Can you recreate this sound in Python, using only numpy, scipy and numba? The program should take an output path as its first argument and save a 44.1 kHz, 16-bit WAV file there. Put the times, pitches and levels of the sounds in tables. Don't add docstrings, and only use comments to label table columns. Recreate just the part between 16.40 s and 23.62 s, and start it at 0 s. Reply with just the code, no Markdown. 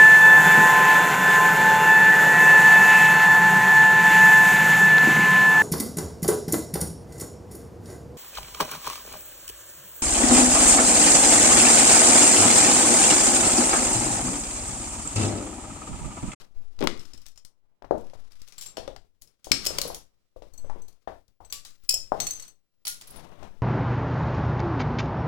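import sys
import numpy as np
from scipy import signal
from scipy.fft import rfft, irfft, next_fast_len
from scipy.io import wavfile
from scipy.ndimage import uniform_filter1d, map_coordinates
from numba import njit

SR = 44100
rng = np.random.default_rng(int(sys.argv[2]) if len(sys.argv) > 2 else 0)


def unload_wav(signal):
    wavfile.write(
        sys.argv[1],
        SR,
        np.round(np.clip(np.atleast_2d(signal).T, -1, 1) * 32767).astype(np.int16),
    )


N = 318402

# (f/Hz, relative density/dB per Hz)
TONE_SPECTRUM = [(20, -11.5), (40, 1.5), (100, -2.5), (340, -8), (450, -8), (600, -11), (750, -18),
                 (1600, -21), (5000, -22), (9000, -27), (16500, -31)]
# (t/s, left level/dB, right level/dB)
TONE_LEVEL = [(0, -57, -69), (.9, -69, -60), (1.5, -71, -65.5), (3, -60, -61.5), (4.5, -63, -63),
              (6, -61.5, -62), (7.22, -59, -65)]
# (f/Hz, time to fall 60 dB/s)
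ROOM_DECAY = [(100, 0.66), (500, 0.29), (3000, 0.35), (8000, 0.34), (12500, 0.25), (16000, 0.18)]
# (t/s, level/dB)
SWAY = [(0, -34), (.08, -41), (.17, -19.5), (.9, -35.5), (1.16, -41), (1.25, -29), (1.45, -62),
        (1.68, -27.5), (1.95, -28), (2.25, -44.5), (2.7, -42.5), (3.05, -60.5), (3.3, -37.5), (3.85, -48),
        (4.12, -39.5), (4.24, -19.5), (4.52, -30), (4.62, -51.5), (5.0, -47.5), (5.45, -34), (6.0, -40),
        (6.3, -46), (6.9, -41), (7.22, -30.5)]
# (t/s, rub level/dB, hiss level/dB, left over right/dB)
RUSTLE = [(0, -48.5, -45.5, 10), (.1, -61, -70.5, -1), (.37, -61, -61.5, 5.5), (.44, -22.5, -73, 24),
          (.54, -85, -62.5, 8.5), (.62, -57, -50, 24), (1.0, -71.5, -65.5, 28), (1.14, -61, -86, 6),
          (1.42, -61.5, -84, 3.5), (1.56, -57, -63.5, 15), (1.8, -53, -58, 13), (2.05, -72, -55, 14.5),
          (2.3, -59, -58, 6), (2.45, -48.5, -74, 6), (2.7, -70.5, -80.5, 16), (3.05, -71.5, -59.5, 8),
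          (3.27, -44.5, -39, 6), (3.47, -42.5, -46.5, 0.5), (3.66, -64, -66, 2), (3.95, -70.5, -66.5, 5),
          (4.35, -49, -67.5, 30.5), (4.62, -68, -63, 13.5), (4.95, -75, -76, 10.5), (5.2, -72, -58, 1.5),
          (5.45, -77, -57.5, 21), (5.66, -77, -64, 6), (5.81, -38.5, -51.5, 4.5), (5.89, -52, -54, 2),
          (6.06, -64, -52, 5), (6.16, -70.5, -74.5, -1), (6.58, -67.5, -64, 5), (6.65, -57.5, -51.5, 4),
          (6.78, -42, -51.5, 14), (6.98, -48.5, -67, 34.5), (7.04, -40.5, -58, 32.5),
          (7.12, -52.5, -71, 32.5), (7.22, -56, -66.5, 25)]
# (f/Hz, relative density/dB per Hz)
RUB_SPECTRUM = [(47, -33), (80, -1.5), (170, 0.5), (404, -3.5), (729, -3.5), (1130, -8), (1470, -14.5),
                (4000, -24), (5200, -57.5), (8800, -120)]
# (f/Hz, relative density/dB per Hz)
HISS_SPECTRUM = [(710, -31), (1200, -3.5), (1670, -9), (5220, -6.5), (8450, -14.5), (11000, -16.5),
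                 (15300, -24), (16500, -51.5)]
# (t/s, nominal level/dB, left over right/dB, f/Hz, damping/nepers per cycle)
KNOCKS = [(0.406, -22.5, 33.5, 366, 1.1), (0.413, -20.5, 39, 413, 2.7), (0.425, -16, 16, 336, 3.1),
          (0.443, -19, 18.5, 370, 1.3), (0.452, -22.5, 22, 404, 2.2), (0.472, -19, 17, 374, 2.4),
          (0.74, -43.5, 11, 286, 1.2), (1.42, -30.5, 38.5, 670, 2.3), (1.443, -28, 44, 635, 6.7),
          (1.508, -5.5, 20.5, 543, 1.7), (1.732, -35, 22.5, 610, 1.1), (2.37, -26, 34, 614, .68),
          (2.379, -22, 16, 540, 2.6), (2.476, -22.5, 25.5, 553, 1.05), (2.561, -37.5, 29.5, 703, 0.81),
          (3.068, -27, 15.5, 570, 1.5), (3.111, -20.5, 8.5, 258, 4.5), (3.264, -24.5, 11, 506, 1.5),
          (3.304, -26.5, 22, 475, 1.2), (3.386, -25, 24, 533, 0.57), (3.451, -24.5, 28.5, 526, 0.7),
          (3.5, -23, 9.5, 636, 1.9), (3.96, -34.5, 38.5, 517, 0.64), (4.019, -31.5, 46, 540, 1),
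          (4.243, -36, 32, 520, 0.64), (4.296, -27.5, 31, 861, 0.53), (4.357, -33, 30, 422, 1.1),
          (4.673, -18, 18, 653, 1.39), (5.002, -31, 40, 740, 2.41), (5.537, -32, 20.5, 590, 1.3),
          (5.718, -7.5, 21, 680, 1.3), (7.025, -32.5, 43, 725, 1.3)]
# (t/s, nominal level/dB, left over right/dB, f/Hz, damping/nepers per cycle)
PINGS = [(5.1246, -45, 11, 1152, .018), (6.4696, -42, 5, 1421, .016)]
# (room level/dB for a contact of -30 dB, largest swing over nominal level/dB)
KNOCK_KIND = (-2, 3.6)
# (room level/dB for a contact of -30 dB, largest swing over nominal level/dB)
PING_KIND = (-6, 0)
# (f/Hz, level/dB)
CRACK_SPECTRUM = [(150, -21.5), (500, -9), (1200, -8), (2500, -3.5), (5000, 5.5), (9000, -1), (16000, -9)]
# (t/s, nominal level/dB, left over right/dB, brightness/dB per octave, room level/dB)
SNAPS = [(0.3888, -33.5, 47, -7, -4), (0.4004, -46, 29, 8, -2.5), (0.4062, -31, 31, -2.5, -4.5),
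         (0.4134, -25.5, 22, -14.5, -10), (0.4246, -21.5, 27, -13, -5), (0.439, -28.5, 17.5, 7, -9.5),
         (0.4477, -31.5, 13, -11, -10.5), (0.4716, -7, 16.5, -9.5, -10), (0.5744, -40, 19, -5, -6.5),
         (0.8575, -39, 40, -3, -10), (0.8636, -33, 44, -1, -2.3), (0.8839, -39.5, 28, 4.5, -5),
         (1.048, -34, 40, 1.5, -3.5), (1.0874, -57, 23, 2.1, -6), (1.4223, -40.5, 35, -14.5, -10),
         (1.4461, -47.5, 33, -11.5, 0), (1.5084, -40.5, 18.5, -10.5, -1), (1.5801, -45.5, 24, 2, -3.5),
         (1.6101, -49, 15.5, 5, -10), (1.6681, -49, 22, -5, -3), (1.698, -42.5, 25.5, -7.5, -8),
         (1.737, -49, 28, -4, -10), (1.8029, -50.5, 27, 3, -8), (1.9186, -39, 40, -1, -12),
         (1.954, -43, 32.5, -5, -3), (2.0166, -34.5, 9, -1, -11), (2.076, -39, 25.5, -1, 1),
         (2.0845, -38, 20, 2.5, -6.5), (2.122, -35, 8, -3, -1), (2.143, -44.5, 8.5, -6, -6),
         (2.369, -25, 10, -6, 0), (2.4767, -29, 16, -9, -5.5), (2.562, -32, 31.5, -7, -5.5),
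         (3.0427, -30, 7, 0.5, 0), (3.2458, -31.5, 8.5, -2.5, -2.5), (3.252, -20.5, 3.5, 2.5, -3.5),
         (3.3844, -11.5, 5.5, -1.5, -8.5), (3.415, -11.5, 8.5, 2.4, -4), (4.0214, -44, 26, -9.5, 1),
         (4.298, -45.5, 28, -3, -3.5), (4.6731, -27.5, 13.5, -18, -0.5), (4.527, -46, 36.5, 1.5, -7),
         (4.8792, -44.5, 27.5, 2, -11), (5.1241, -18.5, 6, 1.5, -0.5), (5.249, -33, 6.5, 0, 4),
         (5.305, -46.5, 8, 7.5, -4.5), (5.436, -43, 33.5, 6, 1), (5.4474, -47.5, 30.5, 2.5, -5.5),
         (6.4687, -19.5, 3.5, 0, 0.5), (6.6108, -34, 1.4, -0.5, -5.5), (6.619, -37, 0.7, -1, -3),
         (7.0293, -40.5, 48, -8.5, 1)]
# (t/s, nominal level/dB, left over right/dB, brightness/dB per octave, ring over crack/dB)
BODY_HITS = [(0.5931, -35, 16.5, -3.5, 2), (0.6519, -38, 32, -4.5, 2), (0.7331, -34, 43, -2, 1.5),
             (0.775, -40.5, 24, 1, -1.5), (0.816, -43, 32, 3, -2), (0.9148, -46.5, 31, 4, 9.5),
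             (0.9571, -44, 40.5, -1, -7), (0.9746, -35, 40.5, -3, 2), (2.8728, -43, 18, 1.5, 0),
             (3.0565, -40.5, 9, 0, -3.5), (3.1162, -1, 11.5, -4, -6), (3.2625, -15, 7.5, 0, -2.5),
             (3.2674, -11.5, 7.5, 2, -4), (5.4899, -6, 7.5, 2.5, 7.5), (5.4928, -8.5, 6, 10.5, 3.5),
             (5.5074, -12.5, 10, 1.5, 6.5), (5.5244, -21, 10, 3, 2.5), (5.5394, -12.5, 5.5, 6, 7)]
SHELL_HITS = [(4.135, -40, 8.5, 10, -3), (4.1758, -34, 29, 1.5, 13), (4.4168, -41.5, 37, 9, 13.5),
              (4.4811, -40, 37.5, 5, -8), (5.0469, -40.5, 27, -6.5, 5), (5.0987, -37.5, 8.5, -7.5, 6.5),
              (5.8006, -14, 12.5, -3.5, 3.5), (5.8665, -23, -2.5, -1.5, 3.5), (5.9069, -18.5, 7.5, 0, 8),
              (5.9962, -32, 13, -2.5, 2), (6.0223, -35.5, 0, -1.5, 3), (6.0785, -36.5, 18.5, 1.5, 0.5)]
CHIP_HITS = [(2.8129, -45, 6, 4, -5.5), (2.819, -34, 9.5, 3, -10), (3.4759, -29.5, 10, 2, 1),
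             (3.5448, -26, 5, 2, -9), (6.4501, -27, -4, -2.5, -8.5), (6.4774, -19.5, 5, 2, 0),
             (6.5674, -44.5, 9, 0.5, -2), (6.6716, -38.5, 3, 5.5, -0.5), (6.7031, -40, -0.5, -1.1, 6),
             (6.7594, -38, 13, -10, 0.5)]
PANE_HITS = [(2.1797, -32, 5, -0.2, -1), (2.21, -30.5, 6.5, 2.4, -4.5), (2.2212, -32.5, 4, 0, -10),
             (2.2591, -34.5, 7, -0.04, -1)]
# (mean f/Hz, bandwidth/Hz, mean spectral peak level/dB)
BODY_MODES = [(2530, 35, -17), (2935, 55, -19), (3210, 90, -20), (4625, 50, -13), (5133, 22, -2),
              (5240, 200, 0), (5303, 16, 0), (5390, 50, -4), (5625, 30, -8), (5965, 80, -13),
              (6990, 130, -6), (7645, 40, -7), (8105, 40, -10), (8365, 70, -13), (9780, 160, -14),
              (10900, 60, -16), (12050, 140, -19), (13000, 70, -19)]
SHELL_MODES = [(4350, 40, -8.5), (6130, 45, -3), (6210, 60, 0), (7640, 70, -13), (7810, 60, -4),
               (8520, 50, -8), (10420, 70, -19), (11780, 80, -20), (12790, 80, -13), (13200, 100, -19),
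               (15150, 80, -14)]
CHIP_MODES = [(8080, 60, -14), (9920, 35, -3), (10645, 45, 0), (11400, 90, -12), (12485, 55, -6),
              (13600, 70, -15), (14700, 60, -15), (15700, 100, -16)]
PANE_MODES = [(5660, 50, -14), (7330, 80, -4), (7430, 60, 0), (9400, 60, -14), (12200, 60, -16)]
# (room level/dB for a contact of -30 dB, rattle/s)
BODY_KIND = (-6, .012)
SHELL_KIND = (-2.5, .013)
CHIP_KIND = (-1.5, .011)
PANE_KIND = (0.73, .023)

SWAY_RIGHT_DB = -32
RUMBLE_OVER_RUB_DB = -3
THUMP_DB, THUMP_DB_PER_KNOCK_DB, THUMP_T60_S = -41.5, 0.1, 1
DRIER_DB_PER_DB = 0.05
SNAP_RATTLE_S = 0.012
SHARD_COLOUR_DB = 2.5
BAND_LIMIT_HZ = 16600


def amp(db):
    return 10 ** (np.asarray(db) / 20)


def unit(x):
    return x / np.sqrt(np.mean(x ** 2, axis=-1, keepdims=True) + 1e-20)


def along(points, hz):
    f, value = np.transpose(points)
    return np.interp(np.log(hz + 1), np.log(f + 1), value)


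def curves(rows):
    s, *columns = np.transpose(rows)
    t = np.arange(N) / SR
    return [np.interp(t, s, column) for column in columns]


def wobble(rate):
    knots = rng.standard_normal((2, int(N * rate / SR) + 4))
    position = np.arange(N) * rate / SR
    return np.array([map_coordinates(k, [position]) for k in knots])


def filtered(x, response):
    size = next_fast_len(x.shape[-1] + 4096)
    hz = np.fft.rfftfreq(size, 1 / SR)
    return irfft(rfft(x, size) * response(hz), size)[..., :x.shape[-1]]


def noise(spectrum):
    white = rng.standard_normal((2, N))
    return unit(filtered(white, lambda hz: amp(along(spectrum, hz))))


def loudest(x):
    return np.sqrt(uniform_filter1d(x ** 2, size=88).max())


def room_tone():
    return amp(curves(TONE_LEVEL)) * noise(TONE_SPECTRUM)


def rumble():
    rub_db = curves(RUSTLE)[0]
    size = amp(rub_db + RUMBLE_OVER_RUB_DB)
    t = np.arange(N) / SR
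    for s, db, *_ in KNOCKS:
        thump_db = THUMP_DB + THUMP_DB_PER_KNOCK_DB * db - 60 * abs(t - s) / THUMP_T60_S
        size = np.maximum(size, (t > s) * amp(thump_db))
    low_noise = noise([(8, -41), (20, -0.5), (60, -9.5), (120, -17.5), (300, -59.5)])
    return size * low_noise * amp([[0], [-11.5]])


def sway():
    sway_db, = curves(SWAY)
    swing_hz = 4 * amp(3.5 * wobble(3))
    phase = 2 * np.pi * np.cumsum(swing_hz, axis=1) / SR
    return amp(sway_db + [[0], [SWAY_RIGHT_DB]]) * np.sin(phase)


def rustle():
    rub_db, hiss_db, pan_db = curves(RUSTLE)
    rub = amp(rub_db) * unit(noise(RUB_SPECTRUM) * amp(1.5 * wobble(40)))
    hiss = amp(hiss_db) * unit(noise(HISS_SPECTRUM) * amp(2.5 * wobble(120)))
    return (rub + hiss) * amp([0 * pan_db, -np.clip(pan_db, 0, 60)])


def room_of(db, room_db):
    return room_db - DRIER_DB_PER_DB * (db + 30)


def add(out, s, sound, room_db, pan_db, wet_pan):
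    hz, t, grains = signal.stft(rng.standard_normal((2, SR // 3)), SR, nperseg=256)
    decay = amp(-60 * t / along(ROOM_DECAY, hz)[:, None])
    tail = signal.istft(grains * decay, SR, nperseg=256)[1]
    tail *= np.clip(np.arange(tail.shape[1]) / (0.00045 * SR), 0, 1)
    tail /= np.linalg.norm(tail[0])
    heard = signal.fftconvolve(sound[None], tail, axes=1) * amp([[0], [-wet_pan * pan_db]])
    heard *= amp(room_db)
    heard[0, :len(sound)] += sound
    heard[1, 40:40 + len(sound)] += amp(-pan_db) * sound
    part = out[:, round(s * SR):][:, :heard.shape[1]]
    part += heard[:, :part.shape[1]]


def knocks():
    out, t = np.zeros((2, N)), np.arange(SR // 5) / SR
    for rows, (room_db, swing_db) in [(KNOCKS, KNOCK_KIND), (PINGS, PING_KIND)]:
        for s, db, pan_db, pitch_hz, damping in rows:
            cycles = t * pitch_hz
            lower = np.sin(2 * np.pi * cycles)
            upper = amp(-18.5) * np.sin(2 * np.pi * 2.15 * cycles)
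            onset = 1 - np.exp(-(cycles / 0.6) ** 2)
            sound = -(lower + upper) * onset * np.exp(-damping * cycles)
            sound *= amp(db + swing_db) / abs(sound).max()
            add(out, s + .0015, sound, room_of(db, room_db), pan_db, wet_pan=.6)
    return out


def crack(t, tilt_db, rattle_s):
    envelope = amp(-60 * t / rattle_s) * (1 - np.exp(-t / (.03 * rattle_s)))
    spectrum = rfft(rng.standard_normal(len(t)) * envelope)
    smooth = uniform_filter1d(rng.standard_normal(len(spectrum)), size=60)
    shard_db = SHARD_COLOUR_DB * unit(uniform_filter1d(smooth, size=60))
    flattened = spectrum / uniform_filter1d(abs(spectrum), size=36)
    rattle = irfft(amp(shard_db) * flattened, len(t))
    rattle[len(t) // 2:] = 0

    def colour(hz):
        octaves = np.log2(np.maximum(hz, 1500) / 5000)
        return amp(along(CRACK_SPECTRUM, hz) + tilt_db * octaves)

    sound = filtered(rattle, colour)
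    return sound / loudest(sound)


def ring(t, modes, rattle_s):
    hz, width, db = np.transpose(modes)[..., None]
    late = np.clip(t - rng.uniform(0, .15 * rattle_s, hz.shape), 0, None)
    size = width * amp(db + rng.normal(0, 2.5, hz.shape))
    hz = hz * rng.normal(1, .003, hz.shape)
    swell = np.exp(-np.pi * width * late) * (1 - np.exp(-late / 0.0011))
    sound = (size * swell * np.sin(2 * np.pi * hz * late)).sum(axis=0)
    return sound / loudest(sound)


def pieces():
    out, t = np.zeros((2, N)), np.arange(SR // 6) / SR
    contacts = []
    for s, db, pan_db, tilt_db, room_db in SNAPS:
        contacts.append((s, db, pan_db, room_db, crack(t, tilt_db, SNAP_RATTLE_S)))
    for hits, modes, (room_db, rattle_s) in [(BODY_HITS, BODY_MODES, BODY_KIND),
                                             (SHELL_HITS, SHELL_MODES, SHELL_KIND),
                                             (CHIP_HITS, CHIP_MODES, CHIP_KIND),
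                                             (PANE_HITS, PANE_MODES, PANE_KIND)]:
        for s, db, pan_db, tilt_db, ring_db in hits:
            sound = crack(t, tilt_db, rattle_s) + amp(ring_db) * ring(t, modes, rattle_s)
            contacts.append((s, db, pan_db, room_of(db, room_db), sound))
    for s, db, pan_db, room_db, sound in contacts:
        add(out, s + .0006, amp(db - 3.5) * sound / loudest(sound), room_db, pan_db, wet_pan=0.88)
    return out


def scene():
    return room_tone() + rumble() + sway() + rustle() + knocks() + pieces()


@njit
def follow(target_db, rise_db, fall_db):
    out, gain_db = np.empty_like(target_db), target_db[0]
    for i in range(len(target_db)):
        if target_db[i] > gain_db:
            gain_db = min(target_db[i], gain_db + rise_db)
        else:
            gain_db = max(target_db[i], gain_db - fall_db)
        out[i] = gain_db
    return out


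def gate(x, open_db, half_depth_db, knee_db, rise_db_s, fall_db_s):
    heard = filtered(x, lambda hz: hz / (hz - 150j))
    power = np.abs(uniform_filter1d(heard ** 2, size=220, origin=109))
    level_db = 10 * np.log10(power + 1e-12)
    target_db = -half_depth_db / (0.5 + np.exp((level_db - open_db) / knee_db))
    return x * amp(follow(target_db, rise_db_s / SR, fall_db_s / SR))


def record(dry):
    left = gate(dry[0], open_db=-56, half_depth_db=19.5, knee_db=5.0, rise_db_s=8986.0, fall_db_s=168)
    right = gate(dry[1], open_db=-60.0, half_depth_db=23, knee_db=5.5, rise_db_s=9008.0, fall_db_s=167)
    clipped = np.clip([left, right], -.8, .8)
    return filtered(clipped, lambda hz: hz < BAND_LIMIT_HZ)


dry = scene()
out = record(dry)
unload_wav(out)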